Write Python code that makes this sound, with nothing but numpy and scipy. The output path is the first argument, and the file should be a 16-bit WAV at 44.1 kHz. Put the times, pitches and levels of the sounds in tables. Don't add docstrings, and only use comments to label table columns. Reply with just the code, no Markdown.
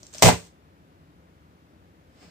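import sys
import numpy as np
from scipy import signal
from scipy.fft import rfft, irfft, next_fast_len
from scipy.io import wavfile

SR = 44100
rng = np.random.default_rng(int(sys.argv[2]) if len(sys.argv) > 2 else 0)


def store_pcm(level_fs):
    pcm = np.round(np.clip(level_fs, -1, 1) * 32767).astype(np.int16)
    wavfile.write(sys.argv[1], SR, np.atleast_2d(pcm).T)


N = 101429
TIME_S = np.arange(N) / SR


def from_db(db):
    return 10 ** (np.asarray(db) / 20)


def at_hz(points, hz):
    points_hz, values = np.transpose(points)
    return np.interp(np.log(hz + 1), np.log(points_hz), values)


def delayed(x, delay_s):
    return np.interp(TIME_S - delay_s, TIME_S, x, left=0)


def coloured(x, colour):
    size = 2 * next_fast_len(N)
    gain = from_db(at_hz(colour, np.fft.rfftfreq(size, 1 / SR)))
    cepstrum = irfft(np.log(gain))
    cepstrum[1:size // 2] *= 2
    cepstrum[size // 2 + 1:] = 0
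    return irfft(rfft(x, size) * np.exp(rfft(cepstrum)))[..., :N]


def noise(colour, correlation):
    size = 2 * next_fast_len(N // 2 + 1)
    hz = np.fft.rfftfreq(size, 1 / SR)
    alike = np.clip(at_hz(correlation, hz), -.99, .99)
    mid, side = rfft(rng.standard_normal((2, size))) * from_db(at_hz(colour, hz))
    x = irfft(np.sqrt(1 + alike) * mid + np.sqrt(1 - alike) * side * [[1], [-1]])[:, :N]
    return x / x.std()


def clicks(times_s, db):
    x = np.zeros(N)
    x[np.clip(np.asarray(times_s) * SR, 0, N - 1).astype(int)] = from_db(db)
    return x


def ring(x, hz, t60_s):
    r = np.exp(-np.log(1000) / (t60_s * SR))
    w = 2 * np.pi * hz / SR
    return signal.lfilter([0, np.sin(w)], [1, -2 * r * np.cos(w), r * r], x + 1e-18)


def struck(times_s, db, modes, spread_db=2):
    scatter_db = spread_db * rng.standard_normal((len(times_s), len(modes)))
    return sum((-1) ** k * ring(clicks(times_s, db + mode_db + scatter_db[:, k]), hz, t60_s)
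               for k, (hz, mode_db, t60_s) in enumerate(modes))


# (frequency [Hz], correlation [ratio])
NEAR_CORRELATION = [(150, 0.94), (600, 0.41), (1500, .3), (6000, 0.03)]
def burst(times_s, db, colour, t60_s):
    decay = np.exp(-2 * np.log(1000) / (t60_s * SR))
    power = signal.lfilter([1 - decay], [1, -decay], clicks(times_s, db) ** 2 + 1e-18)
    return np.sqrt(power) * noise(colour, NEAR_CORRELATION)


# (time [s], level [dB])
CRINKLE_ENVELOPE = [(0, -59.5), (.12, -61.5), (.145, -42.5), (.17, -47.5), (.214, -46.5), (.228, -23),
                    (.28, -26.5), (.35, -46), (.47, -58), (.53, -80)]
# (frequency [Hz], level [dB])
FILM_COLOUR = [(200, -8), (620, -3.5), (1000, -6), (2200, -6.5), (3500, -3.5), (5600, -4.5), (8400, -1.5),
               (10200, -24), (15000, -14)]
def bag_crinkle(snaps_per_s=2000, spread_db=3.5):
    sizes = from_db(spread_db * np.minimum(rng.exponential(1, (2, N)), 4))
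    signs = rng.choice([-1, 1], (2, N))
    snapping = rng.random((2, N)) < snaps_per_s / SR
    film = coloured(sizes * signs * snapping, FILM_COLOUR)
    envelope_db = np.interp(TIME_S, *np.transpose(CRINKLE_ENVELOPE), right=-np.inf)
    return from_db(envelope_db) * film / film.std()


# (frequency [Hz], level [dB])
RUMBLE_COLOUR = [(15, -67.5), (25, -37.5), (45, -16), (73, -0.5), (131, -11), (163, -2.5), (207, -12),
                 (286, -8), (400, -15), (588, -16.5), (800, -20.5), (1300, -22.5), (2180, -28), (9270, -44),
                 (15000, -44)]
# (frequency [Hz], correlation [ratio])
RUMBLE_CORRELATION = [(60, 0.83), (300, 1), (1000, 0.67), (3000, 0.037)]
# (frequency [Hz], level [dB], t60 [s])
DRONE_MODES = [(92, -70.5, 0.57), (180, -71.5, 0.25)]
def room_tone(rumble_db=-56.5, left_gain_db=2, left_lag_s=.00041):
    tone = from_db(rumble_db) * noise(RUMBLE_COLOUR, RUMBLE_CORRELATION)
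    for hz, db, t60_s in DRONE_MODES:
        drone = ring(rng.standard_normal(N + SR), hz, t60_s)[SR:]
        tone += from_db(db) * drone / drone.std()
    left, right = tone
    return np.array([from_db(left_gain_db) * delayed(left, left_lag_s), right])


# (time [s], level [dB])
BUMPS = [(.029, -47.5), (.147, -38), (.196, -44)]
# (frequency [Hz], level [dB], t60 [s])
HOLLOW_MODES = [(600, -2, .045), (665, -5, .028)]
def mouse_bumps():
    return struck(*np.transpose(BUMPS), HOLLOW_MODES)


# (time [s], level [dB], pitch [Hz])
CREASES = [(0.0314, -24, 5800), (0.067, -25.5, 7300), (.1295, -30, 6500), (.1392, -23, 7500),
           (0.1476, -21.5, 5150), (0.1828, -15, 6000), (0.196, -22.5, 5000)]
# (frequency [Hz], level [dB])
CREASE_COLOUR = [(400, -21), (3800, -13.5), (5800, 0), (8000, -3), (10000, -31), (15000, -32)]
def bag_creases(ping_gain_db=-13):
    times_s, snap_db, _ = np.transpose(CREASES)
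    snaps = burst(times_s, snap_db, CREASE_COLOUR, t60_s=.016)
    pings = sum(ring(clicks([s], db + ping_gain_db), hz, t60_s=.009) for s, db, hz in CREASES)
    return snaps + pings


# (time [s], wood knock [dB], plastic clack [dB], shell rap [dB])
CONTACTS = [(.2232, -4.5, 1.5, -2.5), (0.2305, -1.5, -0.5, -5), (.2355, -7.5, -14, -8),
            (0.2461, -5, -8, -12.5), (0.2538, -8.5, -5, -17.5), (0.2578, -1, -8, -10.5),
            (0.2629, -5.5, -11, -7), (0.2695, -2.5, -10, -20), (.2790, -5, -8, -9),
            (0.2844, -7, -10.5, -18), (0.2874, -3.5, -9, -19)]
# (frequency [Hz], level [dB], t60 [s])
TABLE_MODES = [(80, -26, .17), (102.45, -24.5, 0.19), (174.5, -25, 0.25), (238.6, -25.5, 0.16),
               (281, -29, .15), (395, -25, 0.12), (458.7, -17, 0.16), (547, -26, .14), (590, -23, 0.21),
               (662, -19, 0.1), (740, -21.5, 0.07), (819, -20.5, 0.064), (1005, -27.5, 0.074)]
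# (frequency [Hz], level [dB], t60 [s])
RAP_MODES = [(652, -6, 0.048), (1080, -11.5, 0.0086), (1797, -10.5, 0.0012), (2724, -12, 0.0074)]
# (frequency [Hz], level [dB])
SHELL_MODES = [(2108, -26), (2406, -28), (5768, -26), (6230, -27), (7828, -27)]
# (frequency [Hz], level [dB])
WOOD_COLOUR = [(60, -19), (150, -8), (250, -12), (340, -11.5), (520, -3.5), (720, 2.5), (1400, -17),
               (2100, -10.5), (4000, -16), (10000, -40)]
# (frequency [Hz], level [dB])
PLASTIC_COLOUR = [(300, -12.5), (1400, -9.5), (2500, -2), (3900, -5), (5500, -3.5), (8000, -1), (9300, -7),
                  (10300, -32), (12500, -14), (15000, -13)]
def landing(wood_gain_db=14, clack_gain_db=13.5, snap_gain_db=6, shell_t60_s=.09, left_lag_s=.00039):
    times_s, knock_db, clack_db, rap_db = np.transpose(CONTACTS)
    table = struck(times_s, knock_db, TABLE_MODES)
    rap = struck(times_s, rap_db, RAP_MODES)
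    shell = struck(times_s, clack_db, [(hz, db, shell_t60_s) for hz, db in SHELL_MODES])
    wood = burst(times_s, knock_db + wood_gain_db, WOOD_COLOUR, t60_s=.038)
    clack = burst(times_s, clack_db + clack_gain_db, PLASTIC_COLOUR, t60_s=.053)
    snap = burst(times_s, clack_db + snap_gain_db, PLASTIC_COLOUR, t60_s=.007)
    return np.array([delayed(table, left_lag_s), table]) + rap + shell + wood + clack + snap


# (time [s], level [dB])
JOLTS = [(.238, -9.5), (0.254, -9.5), (0.266, -10.5)]
# (frequency [Hz], level [dB], t60 [s])
THUD_MODES = [(114.5, -3, 0.17), (176, -4.5, .09)]
# (frequency [Hz], level [dB], t60 [s])
SWAY_MODES = [(78, -3.5, 0.13), (128, -2, 0.023)]
def shaken_microphone():
    times_s, db = np.transpose(JOLTS)
    thud = struck(times_s, db, THUD_MODES)
    sway = struck(times_s, db, SWAY_MODES)
    return thud + sway * np.array([[1], [-1]])


# (time [s], level [dB])
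SLAPS = [(.2874, 1)]
# (frequency [Hz], level [dB], t60 [s])
SLAP_MODES = [(830, -2.5, .022), (1500, -9, .011), (2050, -7, .01), (2700, -8, .008)]
def slap():
    return struck(*np.transpose(SLAPS), SLAP_MODES)


# (frequency [Hz], level [dB])
SWISH_COLOUR = [(70, 10), (250, 5.5), (600, 6.5), (1000, -0.5), (2400, -1), (4000, -5), (8300, -3.5),
                (10500, -35), (15000, -15)]
# (time [s], level [dB])
BRUSHES = [(2.259, -46.5)]
def hand(peak_s=2.233, swish_db=-54, rise_db_per_s=166, fall_db_per_s=104, ring_gain_db=-20.5):
    below_peak_db = np.maximum((peak_s - TIME_S) * rise_db_per_s, (TIME_S - peak_s) * fall_db_per_s)
    swish = from_db(swish_db - below_peak_db) * noise(SWISH_COLOUR, NEAR_CORRELATION)
    resonance = from_db(ring_gain_db) * ring(swish, hz=5370, t60_s=.0043)
    touch = struck(*np.transpose(BRUSHES), TABLE_MODES + THUD_MODES)
    return swish + resonance + touch


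def diffuse_decay(colour, t60_s):
    envelope = np.exp(-np.log(1000) * TIME_S / t60_s)
    x = (noise(colour, NEAR_CORRELATION) * envelope)[:, :SR // 2]
    return x / np.sqrt(np.sum(x ** 2, axis=1, keepdims=True))


# (upper edge [Hz], level [dB], t60 [s])
REFLECTION_BANDS = [(200, -4, .22), (536, -5, 0.21), (976, -9, 0.12), (2700, -5, 0.19), (16106, -4.5, .21)]
# (frequency [Hz], level [dB])
TAIL_COLOUR = [(300, -1), (800, -8), (2400, -4), (15000, 3)]
def room_reverb(x, low_hz=50, tail_db=-27.5, wall_delay_s=.004):
    response = from_db(tail_db) * diffuse_decay(TAIL_COLOUR, t60_s=.42)
    flat = [(1, 0)]
    for high_hz, db, t60_s in REFLECTION_BANDS:
        band = signal.butter(3, [low_hz, high_hz], "band", fs=SR, output="sos")
        response += from_db(db) * signal.sosfilt(band, diffuse_decay(flat, t60_s))
        low_hz = high_hz
    wet = signal.fftconvolve(x, response, axes=1)[:, :N]
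    return np.array([delayed(channel, wall_delay_s) for channel in wet])


def scene(low_cut_hz=50):
    near = landing() + slap() + bag_crinkle() + bag_creases() + mouse_bumps() + hand()
    low_cut = signal.butter(4, low_cut_hz, "high", fs=SR, output="sos")
    return signal.sosfilt(low_cut, near + room_reverb(near) + shaken_microphone() + room_tone())


def record(dry, ceiling=.85, cutoff_hz=15450):
    low_pass = signal.ellip(10, .3, 75, cutoff_hz, fs=SR, output="sos")
    return signal.sosfilt(low_pass, ceiling * np.tanh(dry / ceiling))


dry = scene()
out = record(dry)
store_pcm(out)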